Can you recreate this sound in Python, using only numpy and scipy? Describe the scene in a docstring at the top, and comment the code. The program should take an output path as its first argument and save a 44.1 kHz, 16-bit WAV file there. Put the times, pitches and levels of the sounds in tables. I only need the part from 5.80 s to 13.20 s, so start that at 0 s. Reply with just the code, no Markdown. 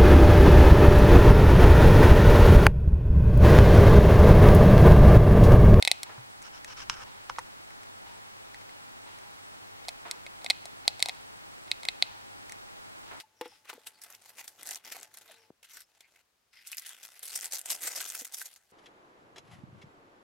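"""Dry, close cracks: a hamster gnaws a hard snack stick in the mouth of a clay hut.
Every bite snaps the crust and rings stick and hut for a moment; the quiet room answers faintly.
Between bites the teeth tick lightly. Early on, fingers rub and bump the hand-held camera.
Far off, a clock and a few soft knocks sit over a bed of hiss and faint electrical hum."""
import sys
import numpy as np
from scipy import signal
from scipy.fft import rfft, irfft
from scipy.io import wavfile
from scipy.ndimage import uniform_filter1d

SR = 44100
rng = np.random.default_rng(int(sys.argv[2]) if len(sys.argv) > 2 else 0)


def persist_wave(psi):
    """Save psi, clipped to +-1, as 16-bit WAV."""
    counts = np.round(np.clip(psi, -1, 1) * 32767).astype(np.int16)
    wavfile.write(sys.argv[1], SR, np.atleast_2d(counts).T)


N = 326340
TAPS = 4096  # length of the short impulse responses
HZ = np.fft.rfftfreq(TAPS, 1 / SR)
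HARD_BITE_DB, RING_HZ = -15, 4013  # a full-force bite; the stick's main ring at a middling grip

# resonances of stick and hut, rung by every tooth contact: (pitch [Hz], width [Hz], level [dB])
STICK_MODES = [(530, 160, -21), (1500, 200, -19), (2120, 220, -2), (2520, 180, -4.5), (3350, 400, -12),
               (5400, 330, -13), (6450, 330, -19), (7680, 650, -14.5), (9170, 550, -14), (11200, 1000, -26),
               (12400, 900, -27), (14300, 1500, -36)]
def gnawing(gain_db=24, uneven_db=0.95, fracture_s=0.0004, crumble_t60=0.023):
    """Each fracture is a snap and a spray of splinters that ring the stick; the hut scatters the ring."""
    out = np.zeros((2, N))
    t = np.arange(TAPS) / SR
    for s, db, knock_db, clack_db, snap_db, grip in tooth_contacts():
        # some resonances depend on the grip; the others are struck a little unevenly
        modes = np.array(STICK_MODES + grip)
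        norm = np.sqrt(np.mean(resonances(modes, HZ) ** 2))
        modes[:len(STICK_MODES), 2] += uneven_db * rng.standard_normal(len(STICK_MODES))
        eq = [(300, knock_db - 12), (560, knock_db), (1000, knock_db),
              (1720, clack_db - 5), (2000, clack_db), (2500, clack_db),
              (2900, -4), (3500, 0), (4700, 0),
              (5700, snap_db), (12500, snap_db), (16000, snap_db - 10)]
        stick = ring(resonances(modes, HZ) * amp(curve(eq, HZ))) / norm
        click = smear(stick, fracture_s)
        # hard bites snap cleanly, gentle ones crumble more
        crumble_db = -17 + 0.42 * min(HARD_BITE_DB - db, 30)
        splinters = rng.standard_normal(TAPS) * (rng.random(TAPS) < .12)
        splinters *= amp(-60 * t / crumble_t60) * (t > .0005)
        force = amp(crumble_db) * splinters / (np.linalg.norm(splinters) + 1e-9)
        force[0] += 1  # the snap itself
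        hut_rim = amp(-13) * scatter(t60=0.027, delay=.0004)
        hut_hollow = amp(-22) * scatter(t60=0.064, delay=0.0022)
        crack = signal.fftconvolve(force + hut_rim + hut_hollow, click[None], axes=1)
        add(out, s, amp(db + gain_db) * crack)
    return out


def bite(s, db, ring_hz, hollow_db, sharp_db):
    """Voices one crack: a hard bite drives the main ring, a gentle one lets the other parts stand out."""
    gentle_db = HARD_BITE_DB - db
    knock_db = -6.5 + 0.51 * gentle_db + hollow_db
    clack_db = -2 + .15 * gentle_db + 0.03 * (RING_HZ - ring_hz)  # a lower ring brings out the clack
    snap_db = -0.5 + 0.34 * gentle_db + sharp_db
    grip = [(736, 210, -8), (ring_hz, 735, 0)]  # hollow knock with the teeth sunk in, and main ring
    return s, db, knock_db, clack_db, snap_db, grip


# the crust cracks: (time [s], level [dB], ring pitch [Hz], hollowness [dB], sharpness [dB])
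CRUST_CRACKS = [(0.0252, -21.5, 3980, 0.5, 0.5), (0.0502, -24.5, 4030, 1, 1.5),
                (0.0752, -19.5, 3820, 5, 0.5), (0.0788, -25, 3900, -6, -1), (0.1148, -16.5, 4030, 1.5, 5),
                (0.232, -34.5, 4100, -2, 5.5), (4.084, -33.5, 4280, 6.5, -1), (4.0895, -36.5, 4040, -4, -1),
                (4.312, -31.5, 4140, -11, 5), (4.4649, -45.5, 3800, -2, -7), (4.645, -39.5, 4160, 5, 0.5),
                (4.6627, -33, 3860, -2, -8), (4.7006, -22, 3930, -2.5, 0.5),
                (4.7045, -16.5, 4170, 0.5, -7.5), (4.708, -30.5, 3800, 0, 1), (4.8553, -45.5, 4170, 2.5, 3),
                (5.0787, -16, 4200, 5.5, 1.5), (5.1946, -45.5, 4070, 1.5, -1), (5.2025, -39, 4030, -15, -3),
                (5.2255, -18, 4056, -4, 3), (5.2589, -31, 4190, 4, -1.5), (5.2863, -34, 4020, 6.5, 4),
                (5.2942, -31.5, 3980, 1, -5), (5.9151, -21.5, 4045, -11, -4), (6.0326, -42, 4070, -1.5, -4),
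                (6.052, -38, 3880, -2, -0.5), (6.0864, -22, 3970, -4, -7), (6.2242, -15.5, 4090, 0.5, -6.5)]
# the teeth tick against the stick: (time [s], level [dB], sharpness [dB])
TOOTH_TICKS = [(0.6195, -65, 8), (0.6254, -64.5, 11.5), (0.846, -48, 0.5), (1.5622, -56, -15),
               (1.5898, -48, 0.5), (1.906, -62.5, -3), (2.0327, -61.5, 1), (2.7446, -51, -7),
               (2.8117, -60.5, -5), (2.8937, -59, -8), (3.3877, -63, 2.5), (6.6955, -53.5, 3),
               (6.7214, -50, 4)]
# resonances with the teeth just touching: (pitch [Hz], width [Hz], level [dB])
LIGHT_GRIP = [(1200, 900, -10.5), (1850, 230, 2), (4100, 720, 1.5), (6200, 590, -14)]
def tooth_contacts(pause_s=0.15, firm_db=-40, strain_lead_s=0.032):
    """Cues the cracks, the light ticks and the faint give of the crust before a firm bite after a pause."""
    cracks = [bite(*row) for row in CRUST_CRACKS]
    knock_db, clack_db, snap_db = 4.5, 10.5, 14.5  # the tone of a tick
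    ticks = [(s, db, knock_db, clack_db, snap_db + sharp_db, LIGHT_GRIP)
             for s, db, sharp_db in TOOTH_TICKS]
    strains = []
    for (previous, *_), (s, db, *_) in zip(CRUST_CRACKS, CRUST_CRACKS[1:]):
        if s - previous > pause_s and db > firm_db:
            onset = s - strain_lead_s * rng.uniform(.8, 1.2)
            strains.append(bite(onset, db=-54, ring_hz=RING_HZ, hollow_db=-2, sharp_db=-12))
    return cracks + ticks + strains


# decay of the room: (frequency [Hz], time to fall 60 dB [s])
ROOM_DECAY = [(200, .4), (800, 0.28), (1500, 0.33), (4500, 0.72), (8000, 0.21), (16000, .12)]
# tone of the room's tail: (frequency [Hz], level [dB])
ROOM_EQ = [(200, -18), (800, 16.5), (1500, 2), (2250, 7), (2850, 19), (3450, 3), (4200, 1.5), (5200, 4),
           (8000, 9.5), (16000, -26)]
def room(x, wet_db=-24, attack_s=0.0024):
    """The room's diffuse tail, each band dying at its own speed."""
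    hz, t, bands = signal.stft(rng.standard_normal((2, SR * 3 // 4)), SR, nperseg=256)
    decay_db = curve(ROOM_EQ, hz)[:, None] - 60 * t / curve(ROOM_DECAY, hz)[:, None]
    bands = bands * amp(decay_db) * np.minimum(t / attack_s, 1)
    tail = signal.istft(bands, SR, nperseg=256)[1]
    tail /= np.linalg.norm(tail[0])
    return amp(wet_db) * signal.fftconvolve(x.mean(0)[None], tail, axes=1)[:, :N]


# resonances of the camera shell, bumped or rubbed: (pitch [Hz], width [Hz], level [dB])
SHELL_MODES = [(514, 31, -4.5), (963, 160, 0.5), (1410, 430, 3.5), (2270, 320, -3.5), (2910, 520, -2),
               (4020, 770, -9.5), (5460, 790, -1.5), (6600, 1800, -13.5), (10300, 1100, -26)]
# fingers bump the camera: (time [s], level [dB], treble [dB], low thump [dB])
FINGER_BUMPS = [(0.3795, -46, -27, -43), (1.0977, -21, 3, -66), (1.4958, -38.5, -2, -58),
                (1.4982, -27, -13.5, -69), (1.584, -38.5, -12, -68), (1.5854, -26.5, -19, -58)]
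def finger_bumps(gain_db=21.5, left_db=-3, contact_s=0.00026, thump_hz=125, thump_t60=0.21,
                 sway_t60=0.37):
    """A knock on the shell reaches each microphone by its own path; the body thumps and sways after."""
    out = np.zeros((2, N))
    t = np.arange(SR // 4) / SR
    for s, db, treble_db, thump_db in FINGER_BUMPS:
        eq_db = curve([(650, -6), (950, 0), (3000, treble_db)], HZ)
        click = smear(ring(resonances(SHELL_MODES, HZ) * amp(eq_db)), contact_s)
        click /= np.linalg.norm(click)
        paths = amp(-6) * scatter(t60=0.021, delay=.0002)
        paths += amp(-14) * scatter(t60=0.073, delay=0.0048)
        paths[:, 0] += amp([left_db, 0])  # the direct hit
        add(out, s, amp(db + gain_db) * signal.fftconvolve(paths, click[None], axes=1))
        thump = np.sin(2 * np.pi * thump_hz * t) * amp(thump_db - 60 * t / thump_t60)
        sway = noise(lambda hz: resonances([(40, 80, 0)], hz), len(t))
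        sway *= amp(db - 30 - 60 * t / sway_t60)
        add(out, s, (thump + sway) * np.minimum(t / 0.003, 1))
    return out


# fingers slide over the camera: (start [s], end [s], level [dB], treble [dB])
FINGER_RUBS = [(0.631, 0.693, -51, 3.5), (0.718, 0.798, -54.5, 3), (0.87, 0.944, -47, 2),
               (0.958, 1.047, -46, 3.5), (1.087, 1.155, -47, 3), (1.135, 1.216, -46.5, -4),
               (1.199, 1.244, -42.5, -4)]
def finger_rubs(grain_db=2.5, catch_db=2, rumble_db=-11):
    """Sliding skin makes a dense stream of tiny slips that ring the shell and shake it a little."""
    out = np.zeros((2, N))
    norm = np.linalg.norm(ring(resonances(SHELL_MODES, HZ)))
    for start, end, db, treble_db in FINGER_RUBS:
        size = round((end - start) * SR)
        catching = catch_db * noise(lambda hz: np.exp(-hz / 150), size, channels=1)  # grip and release
        slips = rng.standard_normal((2, size))
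        slips *= amp(catching + grain_db * rng.exponential(1, size).clip(0, 5))
        eq_db = curve([(1300, 0.0058), (3000, treble_db)], HZ)
        shell = ring(resonances(SHELL_MODES, HZ) * amp(eq_db)) / norm
        stroke = amp(db) * unit(slips) * signal.windows.tukey(size, 0.44)
        add(out, start, signal.fftconvolve(stroke, shell[None], axes=1))
    pressure = np.sqrt(abs(uniform_filter1d((out ** 2).mean(0), SR // 5)))
    rumble = noise(lambda hz: resonances([(50, 140, 0)], hz), N)
    return out + amp(rumble_db) * pressure * rumble


# resonances of the clock case: (pitch [Hz], width [Hz], level [dB])
CLOCK_MODES = [(922, 97, 0), (1310, 500, -27), (2200, 2000, -14), (3880, 1700, -18)]
def clock(first_tick_s=.258, level_db=-53):
    """A tick rings the clock case once a second, across the room."""
    out = np.zeros((2, N))
    for s in first_tick_s + np.arange(N // SR + 1):
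        tick = far_blow(lambda hz: resonances(CLOCK_MODES, hz), rise=0.0016, t60=1.0)
        add(out, s, amp(level_db) * tick)
    return out


# knocks elsewhere in the room: (time [s], level [dB])
SOFT_KNOCKS = [(0.293, -46), (4.252, -41.5), (7.312, -43.5)]
# their dull tone: (frequency [Hz], level [dB])
KNOCK_EQ = [(100, -26), (400, -3.5), (1000, -0.5), (1500, -2.5), (2500, -9.5), (5000, -27), (10000, -32),
            (16000, -47)]
def far_knocks():
    """Now and then something knocks softly, far off."""
    out = np.zeros((2, N))
    for s, db in SOFT_KNOCKS:
        knock = far_blow(lambda hz: amp(curve(KNOCK_EQ, hz)), rise=0.00033, t60=0.35)
        add(out, s, amp(db) * knock)
    return out


def far_blow(gain_at, rise, t60):
    """A distant blow arrives almost wholly as room reverberation."""
    t = np.arange(SR // 2) / SR
    return noise(gain_at, len(t)) * (1 - np.exp(-t / rise)) * amp(-60 * t / t60)


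# tone of the hiss common to both microphones: (frequency [Hz], level [dB])
MID_EQ = [(20, -13), (45, 0.5), (70, -21), (120, -7.5), (250, -8.5), (550, -10), (830, -4), (1150, -6),
          (1330, -5), (1550, -7), (1900, -7.5), (2900, -12.5), (4500, -12.5), (8000, -16), (13000, -21.5),
          (15200, -26.5), (16000, -54)]
# tone of the hiss opposed between them: (frequency [Hz], level [dB])
SIDE_EQ = [(20, -7), (100, -8.5), (220, -5.5), (500, -6), (780, -3.5), (1300, -6.5), (2500, -11),
           (5000, -18), (8000, -23.5), (12000, -28.5), (16000, -34.5)]
def hiss(mid_db=-58, side_db=-47.0):
    """A steady, wide bed of hiss, far more side than mid."""
    mid = amp(mid_db) * noise(lambda hz: amp(curve(MID_EQ, hz)), N, channels=1)
    side = amp(side_db) * noise(lambda hz: amp(curve(SIDE_EQ, hz)), N, channels=1)
    return mid + side * np.array([[1], [-1]])


# electrical tones: (pitch [Hz], level [dB], right channel gain [x left])
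HUM_TONES = [(100.6, -71, 1), (807, -70, 1), (7867, -70, -1.8)]
def hum(waver=0.52, waver_hz=20, whine_hz=15734, whine_db=-78):
    """Electrical tones waver in level and phase under a thin, steady whine."""
    out = np.zeros((2, N))
    t = np.arange(N) / SR
    for hz, db, right in HUM_TONES:
        swell, drift = waver * noise(lambda f: np.exp(-f / waver_hz), N)
        tone = np.sqrt(2) * (1 + swell) * np.cos(2 * np.pi * hz * t + drift)
        out += np.array([[1], [right]]) * amp(db) * tone
    return out + amp(whine_db) * np.sqrt(2) * np.cos(2 * np.pi * whine_hz * t)


def amp(db):
    """Decibels to gain."""
    return 10 ** (np.asarray(db) / 20)


def unit(x):
    """Scales to rms 1."""
    return x / np.sqrt(np.mean(x ** 2) + 1e-20)


def curve(points, hz):
    """Joins (Hz, value) points by straight lines on a log-frequency axis."""
    f, value = np.transpose(points)
    return np.interp(np.log(hz + 1), np.log(f + 1), value)


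def add(mix, s, sound):
    """Mixes a stereo sound in at time s."""
    part = mix[:, max(round(s * SR), 0):][:, :sound.shape[-1]]
    part += sound[..., :part.shape[-1]]


def resonances(modes, hz):
    """Gain of a body with steep-sided resonances."""
    peaks = (amp(db) / (1 + ((hz - f) / (.78 * width)) ** 2) for f, width, db in modes)
    return np.sqrt(sum(peak ** 2 for peak in peaks))


def ring(gain):
    """The minimum-phase impulse response that has this gain at the frequencies HZ."""
    log_gain = np.log(np.maximum(gain / gain.max(), 1e-5))
    mirrored = np.concatenate([log_gain, log_gain[-2:0:-1]])
    return gain.max() * np.fft.ifft(np.exp(np.conj(signal.hilbert(mirrored)))).real


def smear(click, seconds):
    """A contact that lasts a moment: each part of the spectrum leaves at its own time."""
    delay = seconds * np.interp(HZ, np.linspace(0, SR / 2, num=24), rng.uniform(.3, 2, size=24))
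    smeared = irfft(rfft(click) * np.exp(-2j * np.pi * np.cumsum(delay) * SR / TAPS))
    fade_out = np.clip(2 - 4 * np.arange(TAPS) / TAPS, 0, 1)
    return smeared * fade_out


def noise(gain_at, size, channels=2):
    """Unrelated noises of rms 1, coloured by a function of frequency."""
    white = rfft(rng.standard_normal((channels, size)))
    return unit(irfft(white * gain_at(np.fft.rfftfreq(size, 1 / SR)), size))


def scatter(t60, delay):
    """Dense reflections of energy 1 from nearby walls, different for each microphone."""
    t = np.arange(TAPS) / SR
    taps = rng.standard_normal((2, TAPS)) * amp(-60 * t / t60) * (t > delay)
    return taps / np.linalg.norm(taps, axis=1, keepdims=True)


def scene():
    """The hamster up front with its room, then camera handling and the quiet background."""
    bites = gnawing()
    return bites + room(bites) + finger_bumps() + finger_rubs() + clock() + far_knocks() + hiss() + hum()


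def record(dry, ceiling=.85, cutoff_hz=16500):
    """Soft-clips the very loudest peaks, then cuts the extreme top."""
    rounded = dry / (1 + (dry / ceiling) ** 8) ** (1 / 8)
    lowpass = signal.firwin(511, cutoff_hz, window=("kaiser", 9), fs=SR)
    return signal.oaconvolve(rounded, lowpass[None], "same")


dry = scene()
out = record(dry)
persist_wave(out)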